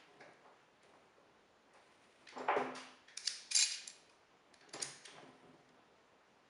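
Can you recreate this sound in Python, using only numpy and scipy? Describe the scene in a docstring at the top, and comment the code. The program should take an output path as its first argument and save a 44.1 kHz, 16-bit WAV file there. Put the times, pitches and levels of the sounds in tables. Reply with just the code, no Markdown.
"""Clicks, a bright rattle and dull knocks: steel bar clamps are picked up, set on plywood and tightened.
The loose jaw clicks and rattles on its bar; each contact is a noise burst plus ringing steel modes.
The workbench knocks and hums under the blows; hands and pads rub over the wood.
The hard-walled shop rings on over a low hiss."""
import sys
import numpy as np
from scipy import signal
from scipy.io import wavfile
from scipy.ndimage import uniform_filter1d

SR = 44100
rng = np.random.default_rng(int(sys.argv[2]) if len(sys.argv) > 2 else 0)


def bounce(signal):
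    """Save signal as a 16-bit WAV file at the path given by the first command-line argument."""
    frames = np.transpose(np.atleast_2d(signal))
    limited = np.clip(frames, -1, 1)
    pcm = np.round(limited * 32767).astype(np.int16)
    wavfile.write(sys.argv[1], SR, pcm)


N = 286189

# modes of the clamp bar and of the bench: f/Hz, level/dB, t60/s
BAR_MODES = [(2180, -14, 0.12), (2433, -6.5, 0.19), (2850, -15.5, 0.18), (4000, -0.5, 0.13),
             (4470, -6.5, 0.12), (4670, -6, 0.15), (4950, -4.5, 0.3), (5500, -4, 0.091), (6185, -7, 0.14),
             (6700, -3, 0.22), (7330, -2.5, 0.2), (7430, -4.5, 0.3), (9100, -9.5, 0.17), (9760, -5, 0.51),
             (10230, -7.5, 0.51)]
BENCH_MODES = [(141.8, -9, 0.3), (157.3, -6, 0.3), (345, 7, 0.038), (408, 4.5, 0.33), (469, -8.5, 0.11),
               (591, -1, 0.45), (724, 6, 0.24), (696, -0.5, 0.22), (802, -2.5, 0.36), (1008, 3.5, 0.25),
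               (950, -5.5, 0.18), (1254, 0, 0.13), (1315, 0.5, 0.22), (1890, 8, 0.12), (2430, -3, 0.06)]
# contact spectra of steel and of wood: f/Hz, level/dB
STEEL_DB = [(500, -45.5), (1100, -26), (1600, -9.5), (2400, -9.5), (3250, -2), (4200, -3), (4900, -3.5),
            (5750, 1), (6500, -1), (7350, -6), (8500, 1.5), (9600, 0.5), (10300, -4), (10700, -11.5),
            (11350, -24.5)]
WOOD_DB = [(60, -51.5), (108, -20.5), (135, 9), (165, 2), (200, -2), (260, 2.5), (500, -2), (1100, -3),
           (2400, -9), (3100, -18), (3700, -32.5), (6000, -44.5), (12000, -63.5)]
LEAD_IN = 6  # contact lengths over which a click or knock swells to its peak
RISE_MS = 2.6


def gain_of(db):
    """Decibels to gain."""
    return 10 ** (np.asarray(db) / 20)


def evened(x):
    """Scaled to rms 1."""
    return x / np.sqrt(np.mean(x ** 2) + 1e-20)


def peaked(x):
    """Scaled to peak 1."""
    return x / abs(x).max()


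def read(points, hz):
    """Reads a table on a log-frequency axis."""
    f, value = np.transpose(points)
    return np.interp(np.log(hz + 1), np.log(f + 1), value)


def add(mix, s, sound):
    """Mixes a sound in at s seconds."""
    part = mix[round(s * SR):][:len(sound)]
    part += sound[:len(part)]


def coloured(x, db_at):
    """Causal filter with gain db_at(Hz): phase from the Hilbert transform of the log gain."""
    log_gain = np.log(gain_of(db_at(abs(np.fft.fftfreq(2048, 1 / SR)))))
    taps = np.fft.ifft(np.exp(np.conj(signal.hilbert(log_gain)))).real[:1024]
    return signal.oaconvolve(x, taps)[:len(x)]


def eq_of(points, humps=()):
    """Level/dB as a function of f/Hz: points plus Gaussian humps (f/Hz, level/dB, width/octaves)."""
    return lambda hz: read(points, hz) + sum(db * np.exp(-(np.log2((hz + 1) / f) / octaves) ** 2)
                                             for f, db, octaves in humps)


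def shop_hiss(rms_db=-68.5):
    """Room air and microphone noise with faint drifting patches."""
    # noise density: f/Hz, relative level/dB
    hiss_density = [(15, -58), (25, -23), (97, -9.5), (132, -9), (200, -4.5), (309, -3.5), (399, -1.5),
                    (454, -1.5), (667, -3.5), (1030, -4), (1110, -6), (1300, -6.5), (2800, -13),
                    (10100, -29), (11500, -44.5), (15000, -71), (22000, -120)]
    frames, hz = N // 256 + 5, np.fft.rfftfreq(1024, 1 / SR)
    real, imag, wander = rng.standard_normal((frames, 513, 3)).T
    patches_db = evened(uniform_filter1d(uniform_filter1d(wander, 30, 0), 14, 1))
    bins = (real + 1j * imag) * gain_of(read(hiss_density, hz)[:, None] + patches_db)
    return gain_of(rms_db) * evened(signal.istft(bins, nperseg=1024, noverlap=768)[1][:N])


def shop_decay(x):
    """Each band of x dies at the room's own rate."""
    # reverberation of the shop: f/Hz, t60/s
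    decay_times = [(500, 0.6), (1320, 0.74), (3480, 0.73), (9190, 0.46)]
    hz, t, bins = signal.stft(x, SR, nperseg=256)
    bins = bins * gain_of(-60 * t / read(decay_times, hz)[:, None])
    return signal.istft(bins, SR, nperseg=256)[1][:len(x)]


def earlier_tail(start_db=-61.5):
    """Fading room tail of a blow before the start."""
    wash = coloured(rng.standard_normal(SR), eq_of([(100, -25), (300, 0), (2950, -4), (9000, -25)]))
    return np.pad(gain_of(start_db) * shop_decay(evened(wash)), (0, N - SR))


def shop_reverb(x, build_s=0.0065):
    """Sparse wall reflections build up and decay; three tails in rotation keep like blows apart."""
    t, clock, out = np.arange(SR) / SR, np.arange(N) / SR, np.zeros(N)
    slots = np.arange(0, SR - 20, 20)
    for k in range(3):
        taps = np.zeros(SR)
        taps[slots + rng.integers(0, 20, len(slots))] = rng.choice([-1., 1.], len(slots))
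        tail = shop_decay(taps) * (1 - np.exp(-(t / build_s) ** 2))
        crossfade = np.sqrt(2 / 3) * np.cos(np.pi * (7 * clock + k / 3))
        out += signal.fftconvolve(x * crossfade, tail / np.linalg.norm(tail))[:N]
    return out


def part_response(modes, samples, t60_scale):
    """Impulse response of bar or bench: one damped sine per mode."""
    t = np.arange(samples) / SR
    return sum(gain_of(db - 60 * t / (t60_scale * t60)) * np.sin(2 * np.pi * hz * t)
               for hz, db, t60 in modes)


def rubbing():
    """Hands and pads on wood: grainy friction rings the bench modes under a dry rustle."""
    # strokes: t/s, length/s, first level/dB, change to the end/dB, rustle/dB
    rub_strokes = [(0.053, 0.64, -68, -7, -10), (0.81, 0.61, -73, -29, 1.5), (1.725, 0.57, -82.5, 1.5, 8),
                   (4.548, 0.12, -78.5, 12, -18), (5.098, 0.86, -62.5, -22.5, -7)]
    rustle_eq = eq_of([(800, -27), (2000, -2.5), (7400, -17.5), (8000, -13), (9500, -10.5), (11500, -31)])
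    bench = part_response(BENCH_MODES[2:], SR // 4, t60_scale=0.65)  # strokes miss the deepest modes
    out = np.zeros(N)
    for s, length_s, db, change_db, rustle_db in rub_strokes:
        t = np.arange(0, length_s, 1 / SR)
        grain = gain_of(2.2 * evened(uniform_filter1d(rng.standard_normal(len(t)), 400)))
        friction = grain * rng.standard_normal((2, len(t)))
        body = evened(signal.oaconvolve(coloured(friction[0], eq_of(WOOD_DB)), bench)[:len(t)])
        rustle = gain_of(rustle_db) * evened(coloured(friction[1], rustle_eq))
        level = gain_of(db + change_db * t / length_s) * signal.windows.tukey(len(t), .1)
        add(out, s, level * (body + rustle))
    return out


def bench_hum(hz=256.7, rise_s=0.0224):
    """A low mode of the bench top rises over some cycles and rings long."""
    # blows that excite the mode: t/s, level/dB, t60/s
    hum_onsets = [(2.357, -46, 0.57), (2.575, -40, 0.71), (5.24, -61, 0.96), (5.426, -68.5, 0.96),
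                  (5.599, -79, 0.96), (5.7, -73.5, 0.96)]
    t, out = np.arange(SR) / SR, np.zeros(N)
    for s, db, t60 in hum_onsets:
        level = gain_of(db - 60 * t / t60) * (1 - np.exp(-t / rise_s))
        add(out, s, level * np.sin(2 * np.pi * hz * (t + s)))
    return out


def throbbing_modes(t, modes, eq, notes_hz, beat_hz=29.8, beat_depth=0.69, detune=0.007):
    """Each mode is a close pair and throbs; the changing grip shifts it from blow to blow."""
    hz, db, t60 = np.transpose(modes)[:, :, None]
    d_level, d_phase, d_pitch, d_beat, d_beat_phase = rng.standard_normal((5, len(modes), 1))
    hz = hz * (1 + detune * d_pitch)
    near_lift = eq_of([(1, 0)], [(f, 7, .04) for f in notes_hz])  # modes near the spot's notes ring most
    level_db = db + eq(hz) + near_lift(hz) + 2 * d_level
    beat = 1 + beat_depth * np.cos(2 * np.pi * beat_hz * gain_of(4 * d_beat) * t + np.pi * d_beat_phase)
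    return (beat * gain_of(level_db - 60 * t / t60) * np.sin(2 * np.pi * hz * t + np.pi * d_phase)).sum(0)


def blow(eq, material, modes, contact_ms, notes_hz, ring_db, note_db, note_cycles, free_s=1, lift=()):
    """Contact noise swells and dies; the struck spot and the whole part ring. Rows: direct, room send."""
    choke_db_per_s, ring_send_db = 348.5, -10
    t = np.arange(SR // 2) / SR
    peak_s = LEAD_IN * contact_ms / 1000
    from_peak_ms, after_s = 1000 * (t - peak_s), np.maximum(t - peak_s, 0)
    onset = from_peak_ms / min(RISE_MS, 1.3 * contact_ms)
    rise = 1 / (1 + np.exp(-1.08 * onset))
    crack = rng.standard_normal(len(t)) * np.exp(np.where(t < peak_s, onset, -from_peak_ms / contact_ms))
    push = signal.unit_impulse(len(t), round(peak_s * SR))  # the room hears all sides: a smooth colour
    crack, push = (coloured(x, lambda hz: eq(hz) + read(material, hz)) for x in (crack, push))
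    crack = peaked(coloured(crack, eq_of([(1, 0)], lift)))
    push *= np.linalg.norm(crack) / np.linalg.norm(push)
    notes = sum(gain_of(-60 * after_s * hz / note_cycles) * np.sin(2 * np.pi * hz * t) for hz in notes_hz)
    notes = gain_of(note_db) * peaked(rise * notes)
    choke = gain_of(-choke_db_per_s * np.maximum(after_s - free_s, 0))
    ring = gain_of(ring_db) * peaked(rise * choke * throbbing_modes(t, modes, eq, notes_hz))
    direct = crack + notes + ring
    send = push + .2 * notes + gain_of(ring_send_db) * ring
    return np.array([direct, send]) / abs(direct).max()


def place_blow(mix, peak_s, db, room_db, contact_ms, sound):
    """Mixes in a blow's direct sound and room send, timed by its peak."""
    for track, part, level_db in zip(mix, sound, (db, db + room_db)):
        add(track, peak_s - LEAD_IN * contact_ms / 1000, gain_of(level_db) * part)


def bench_knocks(contact_ms=4.5):
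    """Blows into the wood: a thud at the struck spot, then the bench modes."""
    # t/s, peak/dB, bass/dB, tilt/(dB/octave), room send/dB, thud f/Hz
    knock_rows = [(0.198, -56.5, -8, -4.5, 9.5, 595), (0.262, -56.5, -19, -5, -3, 682),
                  (0.285, -59, -10, -12, -3, 407), (0.446, -55, -34, -5, 7, 1050),
                  (0.829, -64, -22, -9, 8, 397), (0.934, -53.5, -13, -2, 2, 1028),
                  (1.177, -56.5, -5, -9, 4, 557), (1.279, -64.5, -18, -17, -3, 431),
                  (1.736, -61.5, -30, -1, 14, 557), (2.322, -53, -13, -6, 9, 1010),
                  (2.359, -41.5, -16.5, -7, 11.5, 1006), (2.399, -37, -26.5, -5, 7, 415.7),
                  (2.482, -21.5, -23, 1, 4.5, 850), (2.508, -33.5, -17, -2.5, -1, 386),
                  (2.521, -32.5, -19, 0.5, -1, 1001), (2.562, -23, -10.5, -4.5, -1, 435.4),
                  (2.607, -32, -24, -10, -7.5, 438), (2.76, -42.5, -4, 5.5, 6.5, 1104),
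                  (4.674, -54.5, 2, -5, 5.5, 424), (4.738, -41, -10.5, -1, 2, 333.6),
                  (4.757, -46, -19, -7, 0, 697), (4.793, -46, 2, 0, 7.5, 411),
                  (4.849, -46.5, 1, 9, -8, 138.7), (5.075, -48.5, -3.5, 5, 3.5, 408),
                  (5.151, -51, -0.5, -2.5, 5.5, 993), (5.178, -46, -5, -2.5, 1, 674),
                  (5.225, -46, 0, -3.5, -2.5, 343), (5.281, -50, -8.5, -9.5, -4.5, 262),
                  (5.427, -54.5, 6, -4, 6, 339), (5.487, -56.5, 8, -5.5, 0.5, 412),
                  (5.528, -63, -3, -2.5, 5, 414), (5.698, -60, 6, 0.5, -1, 263)]
    out = np.zeros((2, N))
    for s, db, bass_db, tilt, room_db, hz in knock_rows:
        eq = eq_of([(200, bass_db), (500, 0), (2400, tilt * np.log2(2400 / 500))], [(hz, 4.47, 0.5)])
        sound = blow(eq, WOOD_DB, BENCH_MODES, contact_ms, [hz], ring_db=-6, note_db=-8.5, note_cycles=34)
        place_blow(out, s + contact_ms / 1000, db, room_db, contact_ms, sound)
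    return out


def jaw_rattle(ticks_per_s=1200, swell_db=21, ring_db=-5.5, room_db=-11.5):
    """The jaw rattles on the bar: dense ticks of random size, each spot with its own clink."""
    # long rattle down the bar: t/s, level/dB
    long_rattle = [(3.5, -54.5), (3.512, -39), (3.542, -54.5), (3.552, -30.5), (3.58, -38.5), (3.6, -32.5),
                   (3.634, -36.5), (3.65, -50), (3.69, -55.5), (3.72, -46.5), (3.76, -51.5), (3.8, -64)]
    # brief swells of fine ticks leading into a click: end t/s, length/s, last level/dB
    tick_swells = [(3.276, 0.046, -42.5), (4.826, 0.018, -44.5), (5.056, 0.018, -52.5)]
    swells = [[(end_s - length_s, db - swell_db), (end_s, db)] for end_s, length_s, db in tick_swells]
    eq = eq_of([(250, -7.5), (500, 21), (900, 17.5), (1500, -11.5), (2200, 3), (3100, -7.5),
                (4200, 4.5), (5000, 5.5), (9500, -9)])
    clinks = [blow(eq, STEEL_DB, BAR_MODES, contact_ms=0.62, notes_hz=[hz], ring_db=-19, note_db=-10.5,
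                   note_cycles=80)[0, :SR // 10] for hz, _, _ in BAR_MODES]
    bar = coloured(part_response(BAR_MODES, SR // 5, t60_scale=0.2), eq_of([(600, -40), (1800, 0)]))
    out = np.zeros(N)
    for rows in [long_rattle] + swells:
        s, db = np.transpose(rows)
        t = np.arange(s[0], s[-1], 1 / SR)
        n = len(t)
        ticks = gain_of(2 * rng.exponential(1, n)) * (rng.random(n) < ticks_per_s / SR)
        spot = rng.integers(0, len(BAR_MODES), n)
        rattle = sum(signal.oaconvolve(ticks * (spot == k), clink)[:n] for k, clink in enumerate(clinks))
        ring = signal.oaconvolve(ticks * rng.choice([-1., 1.], n), bar)[:n]
        level = gain_of(np.interp(t, s, db)) * signal.windows.tukey(n, .15)
        add(out, s[0], level * (evened(rattle) + gain_of(ring_db) * evened(ring)))
    return np.array([out, gain_of(room_db) * out])


def jaw_clicks(choke_within_db=11, hollow_hz=3130):
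    """Steel on steel: the spot clinks and the bar rings until the next firm touch chokes it."""
    # t/s, peak/dB, contact/ms, tilt/(dB/octave), room send/dB, clink f/Hz, second clink f/Hz
    click_rows = [(0.2057, -46.5, 7, -15.5, 1, 1620, 2250), (0.333, -63, 1.6, 0, -15, 9200, 7500),
                  (0.831, -58.5, 2.1, -2, -12, 2160, 9500), (1.7347, -60, 6.7, 0, 1, 1710, 5000),
                  (2.2717, -44.5, 2.22, -16, -1.5, 4030, 2500), (2.2878, -42.5, 2.03, -11, 3, 2086, 4500),
                  (2.382, -44.5, 9, -13, 4, 5250, 7200), (2.563, -47, 10.8, -7, 8, 1640, 2380),
                  (2.7505, -39.5, 7, -5, 7, 2740, 4700), (3.082, -47, 9.5, -13.5, 4, 1805, 3300),
                  (3.174, -26.5, 1.79, -3, -5.5, 5204, 2350), (3.244, -40, 1.5, -6, -4, 6460, 4300),
                  (3.275, -17.5, 2.12, -3, -3, 5150, 4620), (3.5144, -30, 1.9, -1, 1.5, 4780, 2500),
                  (3.517, -25.5, 1.67, -3, -3, 9200, 6300), (3.551, -18, 2, 2, -6.5, 9440, 6400),
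                  (3.5625, -17.5, 2.13, 7, 0.5, 7300, 4800), (3.571, -23, 2.5, -4, -5.5, 6700, 4600),
                  (3.589, -18.5, 1.9, -5, -13, 7300, 9100), (3.601, -28, 1.9, -4, 0.5, 4910, 6400),
                  (3.6102, -18.5, 1.9, 1, -5.5, 7430, 4000), (3.6241, -16.5, 1.9, 0, -10.5, 6500, 4470),
                  (3.629, -25.5, 1.9, -2.5, 7, 4470, 2540), (3.635, -30, 1.4, 0, -10.5, 4450, 5600),
                  (3.659, -36, 1.5, -5.5, 12, 4500, 2850), (3.7102, -44, 1.5, -9, 3, 4670, 5100),
                  (3.719, -32, 1.9, -9.5, 3.5, 5620, 4900), (3.7453, -34, 2.3, -5.5, -21, 4950, 6400),
                  (3.876, -30.5, 1.65, -1.5, -8, 7410, 10430), (3.899, -41.5, 1.87, -4, -20.5, 4340, 5800),
                  (4.096, -54, 1.9, -2, 2, 2500, 4900), (4.54, -46.5, 1.83, -8, -5, 4400, 10200),
                  (4.61, -52, 2.3, -15, 3, 1560, 4400), (4.6912, -48.5, 1.7, -8, -3.5, 1950, 6600),
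                  (4.7358, -33, 1.9, -9, 2, 4700, 10250), (4.7387, -39, 2.2, -8, -0.5, 6700, 7430),
                  (4.8021, -38.5, 2.04, -13.5, 7, 4190, 5400), (4.819, -36, 1.9, 10, -5, 5500, 8800),
                  (4.8256, -20.5, 1.85, 6.5, -6, 6700, 5000), (5.0551, -37.5, 2.6, -7, 0, 1818, 8800),
                  (5.165, -49, 1.4, -19, 0, 1800, 3150), (5.689, -61, 2.3, -5.5, -10, 1830, 5000)]
    # how freely the held steel rings, re contact noise: t/s, bar ring/dB, clink/dB, hollow/dB
    hand_grip = [(0.2, -20, -23, -16), (2.27, -26, -10, -1), (2.39, -11, -3, -5), (2.7, -12, -50, 4),
                 (3.08, -35, -7.5, -9.5), (3.18, -33, -25, -12.5), (3.3, -47, -2, -5.5),
                 (3.51, -16, -11, 0), (3.55, -6, 3.5, -11), (3.59, -5, 3, -12.5), (3.63, -2.5, -2, 0.5),
                 (3.72, -38, 9, -5), (3.88, -16, -6, -12.5), (4.1, -27, -3, -1), (4.54, -38, -17, -5),
                 (4.7, -38.5, -12, -4), (4.735, -9, -4, -3), (4.8, -27, 2, 0), (4.83, -30, -13.5, -16),
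                 (5.05, -27, -14, 4)]
    grip_s, *grip_db = np.transpose(hand_grip)
    out = np.zeros((2, N))
    for s, db, contact_ms, tilt, room_db, *notes_hz in click_rows:
        firm_gaps_s = [at - s for at, next_db, *_ in click_rows
                       if at > s and next_db > db - choke_within_db]
        ring_db, clink_db, hollow_db = (np.interp(s, grip_s, column) for column in grip_db)
        humps = [(hz, 5.8, 0.088) for hz in notes_hz]
        humps.append((hollow_hz, hollow_db, 0.21))  # the steel has no modes here
        eq = eq_of([(1900, 0), (9500, tilt * np.log2(9500 / 1900))], humps)
        noise_lift = [(hz, 7 * rng.random(), .03) for hz, _, _ in BAR_MODES]
        sound = blow(eq, STEEL_DB, BAR_MODES, contact_ms, notes_hz, ring_db, clink_db, note_cycles=66,
                     free_s=min(firm_gaps_s, default=1), lift=noise_lift)
        place_blow(out, s + RISE_MS / 1000, db, room_db, contact_ms, sound)
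    return out


def scene():
    """Direct sound, room and noise floor, in mono."""
    direct, send = jaw_clicks() + bench_knocks() + jaw_rattle()
    return (direct + shop_reverb(send) + bench_hum() + rubbing() + earlier_tail() + shop_hiss())[None]


def record(dry):
    """The microphone housing dips near 8 kHz; then a band limit and faint steady noise."""
    # housing response: f/Hz, level/dB
    housing_dip = [(7300, -0.5), (7950, -8.5), (8700, -4)]
    edge_hz, noise_db = 11550, -104
    heard = coloured(dry[0], eq_of(housing_dip))[None]
    taps = signal.firwin(511, edge_hz, window=("kaiser", 9), fs=SR)[None]
    return signal.oaconvolve(heard, taps, "same") + gain_of(noise_db) * rng.standard_normal(dry.shape)


dry = scene()
out = record(dry)
bounce(out)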